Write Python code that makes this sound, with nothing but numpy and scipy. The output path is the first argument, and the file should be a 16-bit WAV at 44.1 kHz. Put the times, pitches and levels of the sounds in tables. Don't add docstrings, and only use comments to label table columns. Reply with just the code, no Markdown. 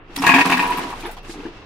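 import sys
import numpy as np
from scipy import signal
from scipy.fft import rfft, irfft, next_fast_len
from scipy.io import wavfile
from scipy.ndimage import uniform_filter1d, map_coordinates

SR = 44100
rng = np.random.default_rng(int(sys.argv[2]) if len(sys.argv) > 2 else 0)


def wrap_up_sound(samples):
    columns = np.atleast_2d(samples).T
    tamed = np.clip(columns, -1, 1)
    steps = np.round(tamed * 32767).astype(np.int16)
    wavfile.write(sys.argv[1], SR, steps)


def invert_db(level):
    return 10 ** (np.asarray(level, dtype=float) / 20)


N = 72765
TIME = np.arange(N) / SR
DECAY_TIME = np.arange(SR // 3) / SR


def unit(x):
    return x / np.sqrt(np.mean(x ** 2) + 1e-20)


def along(points, hz):
    f, v = np.transpose(points)
    return np.interp(np.log(hz + 1), np.log(f + 1), v)


def curve(rows, order=1):
    columns = np.transpose(rows)
    return np.interp(TIME, columns[0], columns[order])


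def wobble(rate):
    knots = rng.standard_normal(int(N * rate / SR) + 4)
    return map_coordinates(knots, [np.arange(N) * rate / SR])


def filtered(x, response):
    m = next_fast_len(N + SR // 2)
    return irfft(rfft(x, m) * response(np.fft.rfftfreq(m, 1 / SR)), m)[..., :N]


def rush(spectrum):
    # frequency in Hz, left-right correlation
    likeness = [(60, 0.92), (600, 0.91), (1500, 0.21), (4000, 0.077)]

    def mid_and_side(hz):
        angle = np.arccos(np.clip(along(likeness, hz), -1, 1)) / 2
        return invert_db(along(spectrum, hz)) * [np.cos(angle), np.sin(angle)]

    mid, side = filtered(rng.standard_normal((2, N)), mid_and_side)
    return unit(np.array([mid + side, mid - side]))


def add(track, s, sound):
    part = track[round(s * SR):][:len(sound)]
    part += sound[:len(part)]


def ring(modes, late_s=0):
    scatter_db, detune, snap_s = 2, .003, .005
    hz, db, t60 = np.transpose(modes)[..., None]
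    level_luck, pitch_luck = rng.standard_normal((2, len(modes), 1))
    t = np.maximum(DECAY_TIME - late_s, 0)
    decay = invert_db(db + scatter_db * level_luck - 60 * t / t60)
    tones = decay * np.sin(2 * np.pi * hz * (1 + detune * pitch_luck) * t)
    return tones.sum(0) * (1 - np.exp(-t / 0.0013)) * (0.86 + 0.82 * np.exp(-t / snap_s))


def bursts(rows):
    rise_s = 0.0074
    env = np.zeros(N)
    for s, db, t60 in rows:
        decay = invert_db(db - 60 * DECAY_TIME / max(t60, .01))
        add(env, s, decay * (1 - np.exp(-DECAY_TIME / rise_s)))
    return env


def air():
    # frequency in Hz, level in dB
    air_spectrum = [(50, -4), (100, -1.5), (450, -9), (900, -14), (2520, -23), (2700, -8), (2880, -24),
                    (6000, -30), (7500, -65)]
    return invert_db(-43.5 + 0.54 * wobble(3.39)) * rush(air_spectrum)


def hand_rumble():
    # time in seconds, rumble level in dB
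    rumble = [
        (0, -43),
        (.5, -53),
        (.7, -37),
        (.82, -47),
        (1.0, -39),
        (1.35, -40.5),
        (1.65, -54.5),
    ]
    centre_hz, width_hz = 25.5, 1.4
    hand = filtered(rng.standard_normal(N), lambda hz: np.exp(-((hz - centre_hz) / width_hz) ** 2))
    power = uniform_filter1d(hand ** 2, size=5000)
    hand = hand / np.sqrt(power + 0.013 * np.mean(hand ** 2))
    return invert_db(curve(rumble)) * hand * invert_db([[-.6], [.6]])


def rustle():
    # time in seconds, rustle level in dB, level of its treble in dB
    motion = [(0, -49.5, -9), (.13, -52, -7), (.17, -47.5, 14), (.4, -30.5, -2.5), (.8, -38, -2.5),
              (1.1, -53, 6), (1.15, -57, 1), (1.22, -70, 1), (1.25, -50, -1.5), (1.32, -59, 0),
              (1.38, -53.5, -4), (1.47, -49, -7), (1.52, -51.5, -12), (1.65, -58, -12)]
    # frequency in Hz, level in dB per Hz
    pile_spectrum = [(100, -20), (280, 9), (1000, 4.5), (3000, -2), (8000, -16), (12500, -22.5),
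                     (16000, -39)]
    # frequency in Hz, level in dB per Hz
    swish_spectrum = [(1500, -22), (4000, 3), (7800, -2), (12500, -12.5), (14000, -46)]
    treble_hz, rustle_db = 6600, 9
    swish_s, swish_width_s, swish_db = 1.318, .036, -41
    swell = np.exp(-((TIME - swish_s) / swish_width_s) ** 2)
    swish = invert_db(swish_db) * swell * rush(swish_spectrum)
    grain = invert_db(2.95 * wobble(25.38) + wobble(400))
    pile = unit(grain * rush(pile_spectrum))
    dull = filtered(pile, lambda hz: 1 / (1 + (hz / treble_hz) ** 6))
    brushed = dull + invert_db(curve(motion, order=2)) * (pile - dull)
    return invert_db(curve(motion) + rustle_db) * brushed + swish


def paws():
    # start in seconds, peak in dB, pitch in Hz, puff over thump in dB
    steps = [(0.096, -35.5, 337, -2), (0.175, -18.5, 280, 3), (0.199, -28, 180, -8),
             (0.458, -23.5, 179, -7.5), (0.854, -38, 310, -10), (1.032, -23.5, 324, 1.5),
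             (1.045, -23.5, 342, 0), (1.053, -21, 343, 1.5), (1.064, -34.5, 337, -6),
             (1.076, -27.5, 472, -5.5), (1.09, -32, 657, -13), (1.102, -35, 614, 4), (1.166, -33, 357, 6.5),
             (1.178, -35, 725, -4), (1.258, -42, 269, -4), (1.294, -22, 337, -2.5), (1.336, -28, 332, 1.5),
             (1.356, -35.5, 310, -15), (1.377, -42, 430, -18), (1.389, -35, 285, -13), (1.4, -31, 308, -3),
             (1.434, -29.5, 485, -10), (1.452, -25.5, 310.6, -4.5), (1.464, -31, 325, -13),
             (1.481, -35, 347, -11.5), (1.616, -40.5, 330, 9.5)]
    # frequency in Hz, level in dB
    puff_spectrum = [(120, -12), (340, -8), (600, 0), (850, 4), (1200, -2), (2500, -8), (6000, -28),
                     (12000, -86)]
    t60, puff_t60, thump_level, puff_level = .095, .075, -5, -4
    onset = 1 - np.exp(-DECAY_TIME / 0.00067)
    thumps = np.zeros(N)
    for s, db, hz, puff_db in steps:
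        modes = [(hz, 0, t60), (hz * 1.3, -9, t60), (hz * 2.31, -17, t60 / 2)]
        add(thumps, s, invert_db(db + thump_level - puff_db) * onset * ring(modes))
    puffs = bursts([(s, db + puff_level + puff_db, puff_t60) for s, db, _, puff_db in steps])
    return thumps + puffs * rush(puff_spectrum)[0]


def scuffs():
    # start in seconds, peak in dB, brightness in dB
    scratches = [(0.159, -22.5, -3), (0.186, -37.5, -11), (0.217, -23, -5.5), (0.2625, -11.5, -7),
                 (0.3386, -20, -3), (0.4522, -17, -3.5), (0.496, -19.5, -4.5), (0.569, -22, -4),
                 (0.617, -26.5, -2), (0.666, -26, -1), (0.6993, -34, 6), (0.726, -45, 8), (0.769, -22, -2),
                 (0.8994, -34.5, -2), (0.999, -33.5, -5), (1.024, -44, -10), (1.0585, -44, 9),
                 (1.108, -37.5, 1.5), (1.118, -49, -6), (1.165, -46, -13.5), (1.227, -56, 0)]
    level, t60 = -5, .1
    dull = bursts([(s, db + level - bright, t60) for s, db, bright in scratches])
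    sharp = bursts([(s, db + level + bright, t60) for s, db, bright in scratches])
    dull = dull * rush([(1500, -4), (3500, -1.5), (7000, -11.5), (16000, -23.5)])
    sharp = sharp * rush([(4000, -74), (8000, -0.5), (11000, 0), (16000, -11.0)])
    return (dull + sharp) * invert_db(3.4 * wobble(300))


def board_hum():
    # time in seconds, hum level in dB, pitch in Hz
    hum = [(.14, -86, 287.3), (.176, -29, 288.5), (.274, -33.5, 264.7), (.3, -23.5, 268.7),
           (.356, -20, 260.2), (.406, -19.5, 267.2), (.436, -52, 275.6), (.455, -27, 272.3),
           (.465, -20, 270.6), (.482, -17.5, 269.5), (.495, -32, 276.5), (.512, -22, 259.1),
           (.615, -29.5, 264), (.632, -38, 279), (.654, -24, 272.6), (.75, -51, 262.5), (.79, -35, 259.3),
           (.95, -56, 261.3)]
    drift, flutter_db = .025, 3.5
    hz = curve(hum, order=2) * (1 + drift * wobble(30.45))
    tone = np.sin(2 * np.pi * np.cumsum(hz) / SR)
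    return tone * invert_db(curve(hum) + 2.0 + flutter_db * wobble(43.84))


def pings():
    # start in seconds, peak in dB, pitch in Hz
    ticks = [(0.187, -22, 5450), (0.195, -28.5, 5340), (0.642, -35, 10900), (0.772, -27.5, 13700),
             (.922, -31, 1840), (1.025, -35, 2440), (1.031, -32, 2450), (1.042, -44, 2460),
             (1.051, -38, 2400), (1.052, -33, 3530), (1.059, -39, 11200), (1.066, -40, 10960),
             (1.076, -45, 11050), (1.111, -38, 15200), (1.119, -41, 15300), (1.228, -52, 15500),
             (1.2471, -46, 2680), (1.294, -42, 1640), (1.296, -39, 5240), (1.311, -35.5, 3140),
             (1.404, -37, 2630), (1.441, -38.5, 2800), (1.457, -34, 1666), (1.467, -32.5, 1156)]
    level, t60 = -3, .03
    out = np.zeros(N)
    for s, db, hz in ticks:
        modes = [(hz, 0, t60), (hz * 0.96, -3, t60 / 2), (hz / 1.02, -3, t60 / 2)]
        add(out, s, invert_db(db + level) * ring(modes))
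    return out * invert_db([[1.5], [-1.5]])


def coil_singing():
    # time in seconds, level in dB
    sing = [(.14, -100), (.22, -51), (.27, -18.5), (.42, -27), (.44, -28), (.6, -33), (.66, -25),
            (.715, -20), (.745, -34.5), (.79, -30), (.82, -46), (.85, -42), (.94, -45), (.99, -73)]
    pitch_hz, drift = 971, .005
    tone = np.sin(2 * np.pi * np.cumsum(pitch_hz * (1 + drift * wobble(40.2))) / SR)
    return tone * invert_db(curve(sing) + 5.2 * wobble(59.8))


def coil_claps():
    # start in seconds, peak in dB, middle modes in dB, top modes in dB
    claps = [(0.221, -15, -13, -5.5), (0.238, -6, -25, -11), (0.247, -19, -2, -0.5), (0.265, -8, 0, 0.5),
             (0.29, -0.5, -11, -4), (0.314, -19.5, 5, 8.5), (0.338, -2.5, -12, -4.5),
             (0.358, -7.5, -7, -4.5), (0.371, -19.5, 4.5, -0.5), (0.384, -4, -7.5, -3.5),
             (0.406, -8, -4.5, -2), (0.454, -8.5, -13, -14), (0.465, -8.5, -41, -14), (0.497, -7.5, -9, -5),
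             (0.52, -6, -9.5, 0.5), (0.542, -8.5, -19, -14), (0.571, -12, -7, -8), (0.592, -9, -8.5, -2),
             (0.624, -15, -15, -7), (0.639, -15, -12, -15), (0.656, -13.5, -13, -12.5),
             (0.696, -17, -13, -7.5), (0.718, -16.5, -10, -2.5), (0.773, -17.5, -12, -5.5),
             (0.784, -11, -29, -16.5), (0.795, -30.5, 0, -25), (0.842, -18, -41, -32),
             (0.869, -27, -31, -14), (0.903, -24.5, -30, -18), (0.928, -18.5, -24, -15)]
    # frequency in Hz, level in dB, t60 in seconds
    coil_low = [(702, -5, .14), (791, -6, .09), (880, -2, .09), (978, 0, .09), (1066, -4, .09),
                (1110, -9, .08), (1240, -11, .05)]
    # frequency in Hz, level in dB, t60 in seconds
    coil_mid = [(1503, -10, .06), (1674, -1, .08), (1807, -6, .07), (1855, -1, .08), (1990, -7, .05),
                (2107, -6, .07)]
    # frequency in Hz, level in dB, t60 in seconds
    coil_high = [(2280, -4, .045), (2360, -1, .05), (2497, 0, .05), (2560, -4, .04), (2645, -3, .055)]
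    # frequency in Hz, level in dB, t60 in seconds
    board = [(185, -4, 0.11), (331.4, -3.5, 0.094)]
    low_level, mid_level, high_level, board_level = -7, -1.5, -5, -13
    crack_level, crack_t60, late_s = -3, 0.048, .0025
    out = np.zeros(N)
    for s, db, mid_db, high_db in claps:
        clap = invert_db(low_level) * ring(coil_low) + invert_db(board_level) * ring(board)
        clap += invert_db(mid_level + mid_db) * ring(coil_mid, late_s)
        clap += invert_db(high_level + high_db) * ring(coil_high, late_s)
        add(out, s, invert_db(db) * clap)
    crack = bursts([(s, db + high_db + crack_level, crack_t60) for s, db, _, high_db in claps])
    return out + crack * rush([(1000, -2), (2300, 15), (3400, 5.5), (6000, -6), (16000, -16)])[0]


def spring():
    still_s = 1.0
    return coil_claps() + (board_hum() + coil_singing()) * (TIME < still_s)


def floor_dip(hz, share=1):
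    dip_hz, width_hz, depth_db = 583.6, 87, -24
    return invert_db(share * depth_db * np.exp(-((hz - dip_hz) / width_hz) ** 2))


def paw_touch():
    touch_s, width_s, depth_db = .44, 0.012, -5
    return invert_db(depth_db * np.exp(-((TIME - touch_s) / width_s) ** 2))


def room(x, count=24):
    # frequency in Hz, t60 in seconds
    decay = [(200, 0.23), (2000, 0.13), (10000, 0.18)]
    # frequency in Hz, reverberant level in dB
    wet = [(200, -30), (700, -6), (1500, 1), (4000, 9.5), (12000, 10)]
    out = np.zeros((2, N))
    place = np.arange(N) * count / N
    for k in range(count + 1):
        hz, t, z = signal.stft(rng.standard_normal((2, SR // 3)), SR, nperseg=256)
        t60 = along(decay, hz)[:, None]
        level = invert_db(along(wet, hz)[:, None] - 60 * t / t60) / np.sqrt(t60 * SR / 14)
        tail = signal.istft(z * level, SR, nperseg=256)[1]
        part = x * np.clip(1 - np.abs(place - k), 0, 1)
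        out += signal.fftconvolve(part[None], tail, axes=1)[:, :N]
    return out


def scene():
    low_cut_hz, across = 83, 0.3
    near = filtered(spring() + paws(), lambda hz: floor_dip(hz) / (1 + (low_cut_hz / (hz + 1)) ** 4))
    walls = room(near)
    walls = walls - across * walls.mean(0)
    carpet = filtered(rustle(), lambda hz: floor_dip(hz, 0.28))
    dog_and_spring = near * invert_db([[.4], [-.4]]) + walls + scuffs() + pings() + carpet
    return paw_touch() * dog_and_spring + air() + hand_rumble()


def top_cut(x):
    return signal.sosfilt(signal.butter(12, 16170, fs=SR, output="sos"), x)


def record(dry):
    wake_s, wake_db, wake_hz = .13, -7, 3220
    ceiling, knee, top_hz = 1.1, 4, 16030
    asleep = np.clip(1 - TIME / wake_s, 0, 1)
    dull = filtered(dry, lambda hz: 1 / (1 + (hz / wake_hz) ** 6))
    x = invert_db(wake_db * asleep) * (dull + (1 - asleep) ** 2 * (dry - dull))
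    limited = x / (1 + np.abs(x / ceiling) ** knee) ** (1 / knee)
    mix = filtered(limited, lambda hz: np.clip((top_hz - hz) / 300, 0, 1))
    return top_cut(mix)


dry = scene()
out = record(dry)
wrap_up_sound(out)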